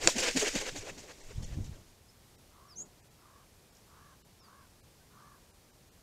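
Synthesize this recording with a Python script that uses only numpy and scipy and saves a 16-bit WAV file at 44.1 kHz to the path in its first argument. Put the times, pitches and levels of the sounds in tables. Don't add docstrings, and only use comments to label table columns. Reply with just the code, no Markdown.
import sys
import numpy as np
from scipy import signal
from scipy.fft import rfft, irfft, next_fast_len
from scipy.io import wavfile
from scipy.ndimage import uniform_filter1d, map_coordinates

SR = 44100
rng = np.random.default_rng(int(sys.argv[2]) if len(sys.argv) > 2 else 0)


def digitize_waveform(pressure):
    field = np.atleast_2d(pressure).T
    bounded = np.clip(field, -1, 1)
    quanta = np.round(bounded * 32767).astype(np.int16)
    wavfile.write(sys.argv[1], SR, quanta)


def undo_db(level):
    steps = np.asarray(level, float) / 20
    return 10 ** steps


N = 265614
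TIME = np.arange(N) / SR
WING = round(2.1 * SR)


def unit(x):
    return x / np.sqrt(np.mean(x ** 2) + 1e-20)


def along(points, hz):
    f, v = np.transpose(points)
    return np.interp(np.log(hz + 1), np.log(f + 1), v)


def level_curve(rows):
    s, db = np.transpose(rows)
    return undo_db(np.interp(TIME[:WING], s, db))


def wobble(rate):
    return map_coordinates(rng.standard_normal(12000), [TIME * rate])


def noise(spectrum, grain_db=0, rate=900, count=N):
    m = next_fast_len(count)
    hz = np.fft.rfftfreq(m, 1 / SR)
    white = rng.standard_normal(count)
    if grain_db:
        white = white * undo_db(grain_db * wobble(rate)[:count])
    inside = (hz > spectrum[0][0]) * (hz < spectrum[-1][0])
    gain = undo_db(along(spectrum, hz)) * inside
    return unit(irfft(rfft(white, m) * gain, m)[:count])


def bump(s, rise, fall, count=N):
    t = TIME[:count] - s
    return np.exp(-.5 * (t / np.where(t < 0, rise, fall)) ** 2)


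def phrase(rows):
    s, *cols = np.transpose(rows)
    a, b = round(s[0] * SR), round(s[-1] * SR)
    return slice(a, b), [np.interp(TIME[a:b], s, c) for c in cols]


# f/Hz, level/dB [per Hz]
FAR_AIR = [(12, -33), (20, -3), (95, 0.5), (275, -8.5), (430, -9.5), (560, -12), (794, -14), (1080, -16.5),
           (1350, -19), (3480, -20.5), (5140, -19.5), (13300, -25.5), (15700, -32.5)]


def far_air():
    return undo_db(-61 + .7 * wobble(3)) * noise(FAR_AIR)


# downstroke t/s, upstroke t/s, flutter level/dB of downstroke, turn, upstroke
BEATS = [(0.165, 0.286, -39.5, -48, -31), (0.367, .484, -34, -34, -32), (0.558, .69, -37, -40.5, -39.5),
         (0.763, .9, -46, -52.5, -45.5), (0.982, 1.117, -56, -57, -53), (1.21, 1.316, -62, -74, -57),
         (1.431, 1.544, -59.5, -63, -57.5), (1.646, 1.758, -67, -76, -63), (1.874, 1.98, -78.5, -81.5, -82)]
# delay t/s, rise t/s, fall t/s, flutter level/dB, tip hiss level/dB [over flutter]
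PARTS = [
    (0.00088, 0.0056, 0.025, -0.2, -2),
    (0.055, .011, 0.012, 0, 0),
    (.001, 0.036, 0.0073, -0.4, -4),
    (0.023, 0.0097, 0.043, -18.5, 2.5),
]


def beat_strokes():
    turning_db_per_s = 7
    rows = []
    for down, up, down_db, turn_db, up_db in BEATS:
        times, levels = (down, down, up, up), (down_db, turn_db, up_db, up_db)
        for i, (delay, rise, fall, db, tip_db) in enumerate(PARTS):
            s, vane_db = times[i], levels[i] + db
            hiss_db = levels[i] + db + tip_db
            if i == 0:
                hiss_db += turning_db_per_s * s
            rows.append((s + delay, rise, fall, vane_db, hiss_db))
    return rows


def patches(x, depth_db):
    z = signal.stft(x, nperseg=256)[2]
    field = uniform_filter1d(rng.standard_normal(z.shape), size=3, axis=0)
    field = uniform_filter1d(field, size=3, axis=1)
    return unit(signal.istft(z * undo_db(depth_db * unit(field)), nperseg=256)[1][:len(x)])


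# t/s, rise t/s, fall t/s, vane
# level/dB, tip level/dB
FLURRY = [(.045, 0.022, 0.022, -39, -40.5), (0.085, 0.0093, .027, -38.5, -32.5),
          (.185, 0.0033, 0.0073, -33, -34), (.202, 0.011, 0.011, -42, -32.5),
          (0.242, 0.017, 0.011, -31.5, -34), (.281, 0.0065, 0.023, -37.5, -41),
          (.376, .006, 0.0057, -36, -34), (.399, 0.0067, 0.0099, -50, -32.5), (1.37, 0.017, .02, -67, -63)]
# t/s, level/dB
RUSH = [(0.0, -47.5), (.04, -36.5), (.12, -38), (.2, -39.5), (.55, -37.5), (.7, -45.5), (.93, -54.5),
        (1.6, -58), (2.0, -73.5)]
# f/Hz, level/dB [per Hz]
VANE = [(120, -31.5), (220, -7.5), (500, 2.5), (900, -7), (1300, -10.5), (1600, -1.5), (2300, -1),
        (3000, -4), (3800, -10.5), (5000, -9.5), (7000, -15.5), (9000, -39)]
# f/Hz, level/dB [per Hz]
TIP = [(900, -31.5), (2000, -9), (3700, -4.5), (4800, -4), (5600, -2.5), (6900, -0.5), (7800, -5),
       (9000, -12), (10600, -20.5), (13200, -23), (15700, -32.5)]


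def feathers():
    rush = level_curve(RUSH) * undo_db(-6) * (TIME[:WING] < RUSH[-1][0])
    vane_power, tip_power = (0.49 * rush) ** 2, rush ** 2
    for s, rise, fall, vane_db, tip_db in FLURRY + beat_strokes():
        swell = bump(s, rise, fall, count=WING) ** 2
        vane_power = vane_power + swell * undo_db(2 * vane_db)
        tip_power = tip_power + swell * undo_db(2 * tip_db)
    flutter = patches(noise(VANE, grain_db=0.5, rate=450, count=WING), depth_db=2.5)
    hiss = patches(noise(TIP, grain_db=1.0, rate=1900, count=WING), depth_db=2.5)
    return np.sqrt(vane_power) * flutter + np.sqrt(tip_power) * hiss


# t/s, level/dB
GUST = [(0.0, -55), (1.0, -65), (1.2, -76), (1.31, -51.5), (1.37, -44.5), (1.51, -40.5), (1.58, -35),
        (1.76, -54), (2.0, -73)]
# f/Hz, level/dB [per Hz]
BUFFET = [(30, -14), (50, -4), (90, 3.5), (160, -4), (300, -17.5), (500, -25.5), (1000, -37.5),
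          (2500, -52.5)]
# t/s, pressure [full scale], width t/s
EDDIES = [(.035, 0.004, .011), (.06, -.01, 0.015), (.125, .0043, .024), (1.245, -0.0018, .012),
          (1.272, 0.0064, .015), (1.4, 0.011, .011), (1.462, -0.013, .012), (1.625, -.0073, .015),
          (1.362, -0.017, 0.0056), (1.384, -0.045, 0.0025), (1.408, -0.026, .0022), (1.433, 0.015, 0.0032),
          (1.488, .0086, 0.0026), (1.526, 0.018, 0.0059), (1.576, 0.027, .0019), (1.588, 0.028, .0013),
          (1.61, 0.03, .003), (1.696, 0.02, 0.0019), (1.662, 0.0032, 0.0032), (1.684, 0.01, 0.0026),
          (1.72, 0.01, 0.0035), (1.745, 0.0068, 0.0095)]
# delay t/s, pressure [full scale], width t/s
PUSH_DOWN = [(.025, .0055, .011), (.053, -0.0049, 0.015)]
# delay t/s, pressure [full scale], width t/s
PUSH_UP = [(-.002, -.0034, 0.011), (.027, 0.0059, 0.014)]


def wake():
    puff_db, puff_s = -49.5, 0.019
    t = TIME[:WING]

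    def near(s):
        return np.exp(-(s / 0.92) ** 8)

    gust = level_curve(GUST)
    puffs = np.zeros(WING)
    for s in [.04] + [row[0] for row in BEATS]:
        puffs += near(s) * bump(s + .025, puff_s, puff_s, count=WING)
    on = np.clip((GUST[-1][0] - t) / .1, 0, 1)
    slow = noise([(8, -21.5), (18, 1), (32, 1.5), (45, -17), (70, -43)], count=WING)
    swing = undo_db(-7.0) * (undo_db(-8) * gust + undo_db(puff_db + 0.5) * puffs + undo_db(-60)) * slow
    lumps = noise(BUFFET, grain_db=3.0, rate=40, count=WING)
    buffet = undo_db(-4.5) * (gust + undo_db(puff_db) * puffs) * lumps
    pushes = []
    for row in BEATS:
        for s, shape in zip(row, (PUSH_DOWN, PUSH_UP)):
            pushes += [(s + delay, p * near(s), width) for delay, p, width in shape]
    eddies = np.zeros(WING)
    for s, p, width in EDDIES + pushes:
        dip = 1 - 0.94 * ((t - s) / width) ** 2
        eddies += p * dip * bump(s, width, width, count=WING)
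    return on * (swing + buffet) + eddies


# delay t/s, length t/s, f/Hz, level/dB [over flutter], clearness [0-1]
CUPS = [
    (.001, 0.01, 255, 3, 0.76),
    (.066, 0.014, 428, -2.5, 0.75),
    (-.013, 0.016, 505, -1, .4),
]


def beat_scoops():
    rows = []
    for down, up, down_db, turn_db, up_db in BEATS[:-1]:
        late = 1 + 0.3 * down ** 2
        times = (down, down, up)
        levels = (down_db, turn_db, min(up_db, -42.5))
        for cup, s, level, shift in zip(CUPS, times, levels, (late, 1, 1)):
            delay, length, hz, db, clear = cup
            clear = clear * np.exp(-(s / 0.73) ** 2)
            rows.append((s + delay, length * shift, hz * shift, level + db, clear))
    return rows


# t/s, length t/s, f/Hz,
# level/dB, clearness [0-1]
SCOOPS = [(.045, 0.025, 450, -44, 0), (.073, 0.011, 333, -36, 0.86), (.086, 0.0057, 528, -27, 0.2),
          (.168, .008, 260, -33.5, 0.7), (.203, 0.016, 354, -41, 0.2), (.235, .0092, 516, -36, 1),
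          (0.365, 0.0059, 262, -33, 0.76), (0.438, 0.0099, 414, -37.5, 0.72), (.624, 0.01, 530, -45, 0.85),
          (1.582, .017, 306, -51.5, 0.7), (.06, 0.023, 202, -50.5, 0), (.73, .02, 165, -55.5, 0),
          (.85, 0.03, 507, -52.5, 0.34), (.92, 0.019, 174, -53, .1), (1.07, 0.039, 508, -60, 0.37),
          (1.315, 0.011, 500, -53.5, 0.36)]


def scoops():
    pocket = 9700
    out = np.zeros(WING)
    for s, length, hz, db, clear in SCOOPS + beat_scoops():
        clear = np.clip(clear, 0, 1)
        start = max(round(s * SR) - pocket // 2, 0)
        t = TIME[start:start + pocket] - s
        tone = np.sqrt(2) * np.cos(2 * np.pi * hz * t)
        around = [(hz * 0.26, -30), (hz * 0.64, -6), (hz, 0), (hz * 1.17, -6), (hz * 2.76, -14), (hz * 5, -34)]
        blur = noise(around, count=pocket)
        swell = np.exp(-.5 * (t / np.where(t < 0, length, length * 0.91)) ** 2)
        mix = np.sqrt(clear) * tone + np.sqrt(1 - clear) * blur
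        out[start:start + pocket] += undo_db(db) * swell * mix
    return out


# t/s, peak level/dB
SNAPS = [(0.074, 5), (0.0747, -11), (.1906, -20), (0.195, -18), (.312, -21), (0.3737, -16), (.5538, -20),
         (.7678, -35)]
# f/Hz, level/dB, 60 dB decay t/s
QUILL = [(608, -15, .014), (1760, -13, 0.0058), (2560, 0.5, 0.0046), (3550, -5, 0.0056),
         (4570, -0.5, 0.0055), (6450, -3.5, 0.007), (7000, 2.5, 0.00566)]


def snaps():
    out, t = np.zeros(WING), TIME[:2200]
    for s, db in SNAPS:
        ring = np.zeros(len(t))
        for hz, level, t60 in QUILL:
            ring += undo_db(level + rng.normal(0, 1.5) - 60 * t / t60) * np.sin(2 * np.pi * hz * t)
        out[round(s * SR):][:len(t)] += undo_db(db - 7.0) * ring * (1 - np.exp(-t / 0.00014))
    after = np.maximum(TIME[:WING] - SNAPS[0][0], 0)
    spray = undo_db(-10.5 - 60 * after / 0.015) * (1 - np.exp(-after / 0.00027))
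    out += spray * (noise(TIP, count=WING) + 0.63 * noise(VANE, count=WING))
    out = out / (1 + np.abs(out / .8) ** 6) ** (1 / 6)
    band = signal.butter(4, [110, 9400], "bandpass", fs=SR, output="sos")
    return signal.sosfilt(band, signal.sosfilt(band, out))


# t/s, length t/s, level/dB
FLICK = [(2.81, 0.031, -58.5), (1.4, 0.014, -58), (1.746, 0.046, -62.5), (0.975, 0.047, -59),
         (1.21, 0.059, -63.5)]


def flicks():
    body = noise([(80, -18), (180, 4), (400, 2), (630, -2), (900, -9), (1500, -11.5)])
    return body * sum(undo_db(db) * bump(s, length, length * 1.5) for s, length, db in FLICK)


# t/s, f/Hz, level/dB
CHIRP = [(2.753, 5600, -64), (2.764, 6020, -51), (2.781, 6510, -46), (2.797, 6530, -43), (2.808, 6600, -42),
         (2.822, 6860, -46.5), (2.833, 6800, -57), (2.85, 6800, -64)]
# offset f/Hz, level/dB, build-up t/s
BURR = [(776, -10, .02), (-620, -21, 0.017)]
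# start t/s, length t/s, first f/Hz, last f/Hz, peak level/dB
GLIDES = [(2.68, .068, 5750, 4430, -57.5), (2.742, .012, 4450, 4000, -65), (4.388, .036, 5680, 5150, -64),
          (4.418, .064, 5210, 4350, -64.5), (2.085, .023, 5000, 5340, -62), (5.0, .03, 1555, 1545, -67),
          (5.69, .03, 1540, 1600, -65), (2.756, .034, 10050, 9900, -64), (2.776, .036, 9400, 9560, -65),
          (2.8, .038, 9520, 9050, -66)]
# share of length [0-1], level/dB
SWELL = [(0, -10), (.2, -8.5), (.45, -1.7), (.8, -4.5), (1, -13)]


def notes():
    tones = [CHIRP]
    for off_hz, off_db, build in BURR:
        side = []
        for s, hz, db in CHIRP:
            onset_db = -9 * np.exp(-(s - CHIRP[0][0]) / build)
            side.append((s, hz + off_hz, db + off_db + onset_db + 6 * (s > 2.83)))
        tones.append(side)
    for s, length, first_hz, last_hz, db in GLIDES:
        tones.append([(s + u * length, first_hz + u * (last_hz - first_hz), db + swell_db)
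                      for u, swell_db in SWELL])
    return tones


def whistles():
    out, shake, waver = np.zeros(N), wobble(450), wobble(300)
    for rows in notes():
        span, (hz, db) = phrase(rows)
        fade = signal.windows.tukey(len(hz), .1)
        turn = 2 * np.pi * np.cumsum(hz * (1 + 0.0099 * waver[span])) / SR
        out[span] += np.sqrt(2) * fade * undo_db(db + 1.7 * shake[span]) * np.sin(turn)
    t = TIME[:9700]
    tail = rng.standard_normal(len(t)) * undo_db(-60 * t / 0.13)
    return out + undo_db(-9.5) * signal.fftconvolve(out, tail / np.linalg.norm(tail))[:N]


# start t/s, length t/s, top f/Hz, level/dB, upper overtones level/dB
CROAKS = [(2.51, 0.26, 578, -63.5, -9), (3.18, 0.28, 573, -64.5, -3.5), (3.87, 0.29, 584, -62.5, -0.5),
          (4.409, .27, 559, -63, -1.5), (5.1, 0.29, 586, -62, -0.5)]
# share of length [0-1], pitch [of top], level/dB, flutter f/Hz, depth [of pitch]
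CROAK = [(0, .88, -10.5, 69.4, .14), (.29, .935, -3.5, 62.47, 0.17), (.54, 0.99, 1.3, 52, 0.046),
         (.76, 0.99, 0.5, 48, 0.052), (.9, .9, -3, 46, .055), (1, .89, -11, 45.5, 0.056)]
# f/Hz, level/dB
THROAT = [(500, -28), (850, -4), (1150, -6.5), (1400, -3.5), (1700, -10.5), (1900, -26), (2400, -36)]
# f/Hz, level/dB [per Hz]
RASP = [(700, -25.5), (900, 1.5), (1150, 9.5), (1400, 2.5), (1700, -17), (2000, -20.5)]


def croaks():
    out, jitter, breath = np.zeros(N), wobble(100), noise(RASP)
    for s, length, top_hz, top_db, beak_db in CROAKS:
        rows = [(s + u * length, top_hz * share, top_db + rel_db, *flutter)
                for u, share, rel_db, *flutter in CROAK]
        span, (hz, db, flutter_hz, depth) = phrase(rows)
        beat = 2 * np.pi * np.cumsum(flutter_hz) / SR
        pitch = hz * (1 + .9 * depth * np.sin(beat) + .009 * jitter[span])
        turn = 2 * np.pi * np.cumsum(pitch) / SR
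        tone = np.zeros(len(hz))
        for k in (1, 2, 3, 4):
            tone += np.sqrt(2) * undo_db(along(THROAT, k * pitch) + beak_db * (k > 2)) * np.sin(k * turn)
        rasp = (.2 + 4.2 * depth) * breath[span]
        out[span] += undo_db(db + 2.3) * (1 + 0.15 * np.cos(beat + 0.6)) * (tone + rasp)
    return out


# t/s, level/dB
RUSTLE = [(3.71, -66.5), (3.752, -65), (3.771, -61.5), (3.788, -68.5)]


def head_ticks():
    band = noise([(4500, -30), (5400, -1), (6200, -8.5), (7200, 0), (8000, -31.5)])
    return band * sum(undo_db(db) * bump(s, .003, 0.0037) for s, db in RUSTLE)


def scene():
    takeoff = np.pad(feathers() + wake() + scoops() + snaps(), (0, N - WING))
    later = flicks() + whistles() + croaks() + head_ticks()
    return (far_air() + takeoff + later)[None]


def low_pass(x):
    return signal.sosfilt(signal.butter(12, 15830, fs=SR, output="sos"), x)


# t/s, lowest f/Hz, share lost [0-1]
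GAPS = [(1.22, 1000, .6), (1.45, 1000, .5), (2.37, 900, .6), (2.745, 5000, .3), (2.775, 800, .65),
        (2.84, 1500, .6), (3.015, 1000, .38), (3.028, 1000, .42), (3.095, 1100, .5), (3.71, 2000, .5),
        (4.235, 600, .8), (4.418, 1500, .6), (4.82, 800, .5), (5.525, 1700, .55), (5.72, 1500, .45),
        (5.905, 1500, .45)]


def record(dry):
    frame, hop_overlap = 512, 384
    soft = dry / (1 + np.abs(dry / 1.0) ** 16) ** (1 / 16)
    hz, t, z = signal.stft(soft, SR, nperseg=frame, noverlap=hop_overlap)
    weak = np.abs(z) < undo_db(-70)
    for s, low_hz, share in GAPS:
        chance = np.repeat(rng.random(frame), 2)[:len(hz)]
        lost = (chance < share - .03 + .15 * (hz > 9000)) & (hz > low_hz)
        moment = np.exp(-((t - s) / .013) ** 4)
        z = z * (1 - .97 * weak * lost[:, None] * moment)
    z = z * (hz < 15800)[:, None]
    mix = signal.istft(z, SR, nperseg=frame, noverlap=hop_overlap)[1][:, :N]
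    return low_pass(mix)


dry = scene()
out = record(dry)
digitize_waveform(out)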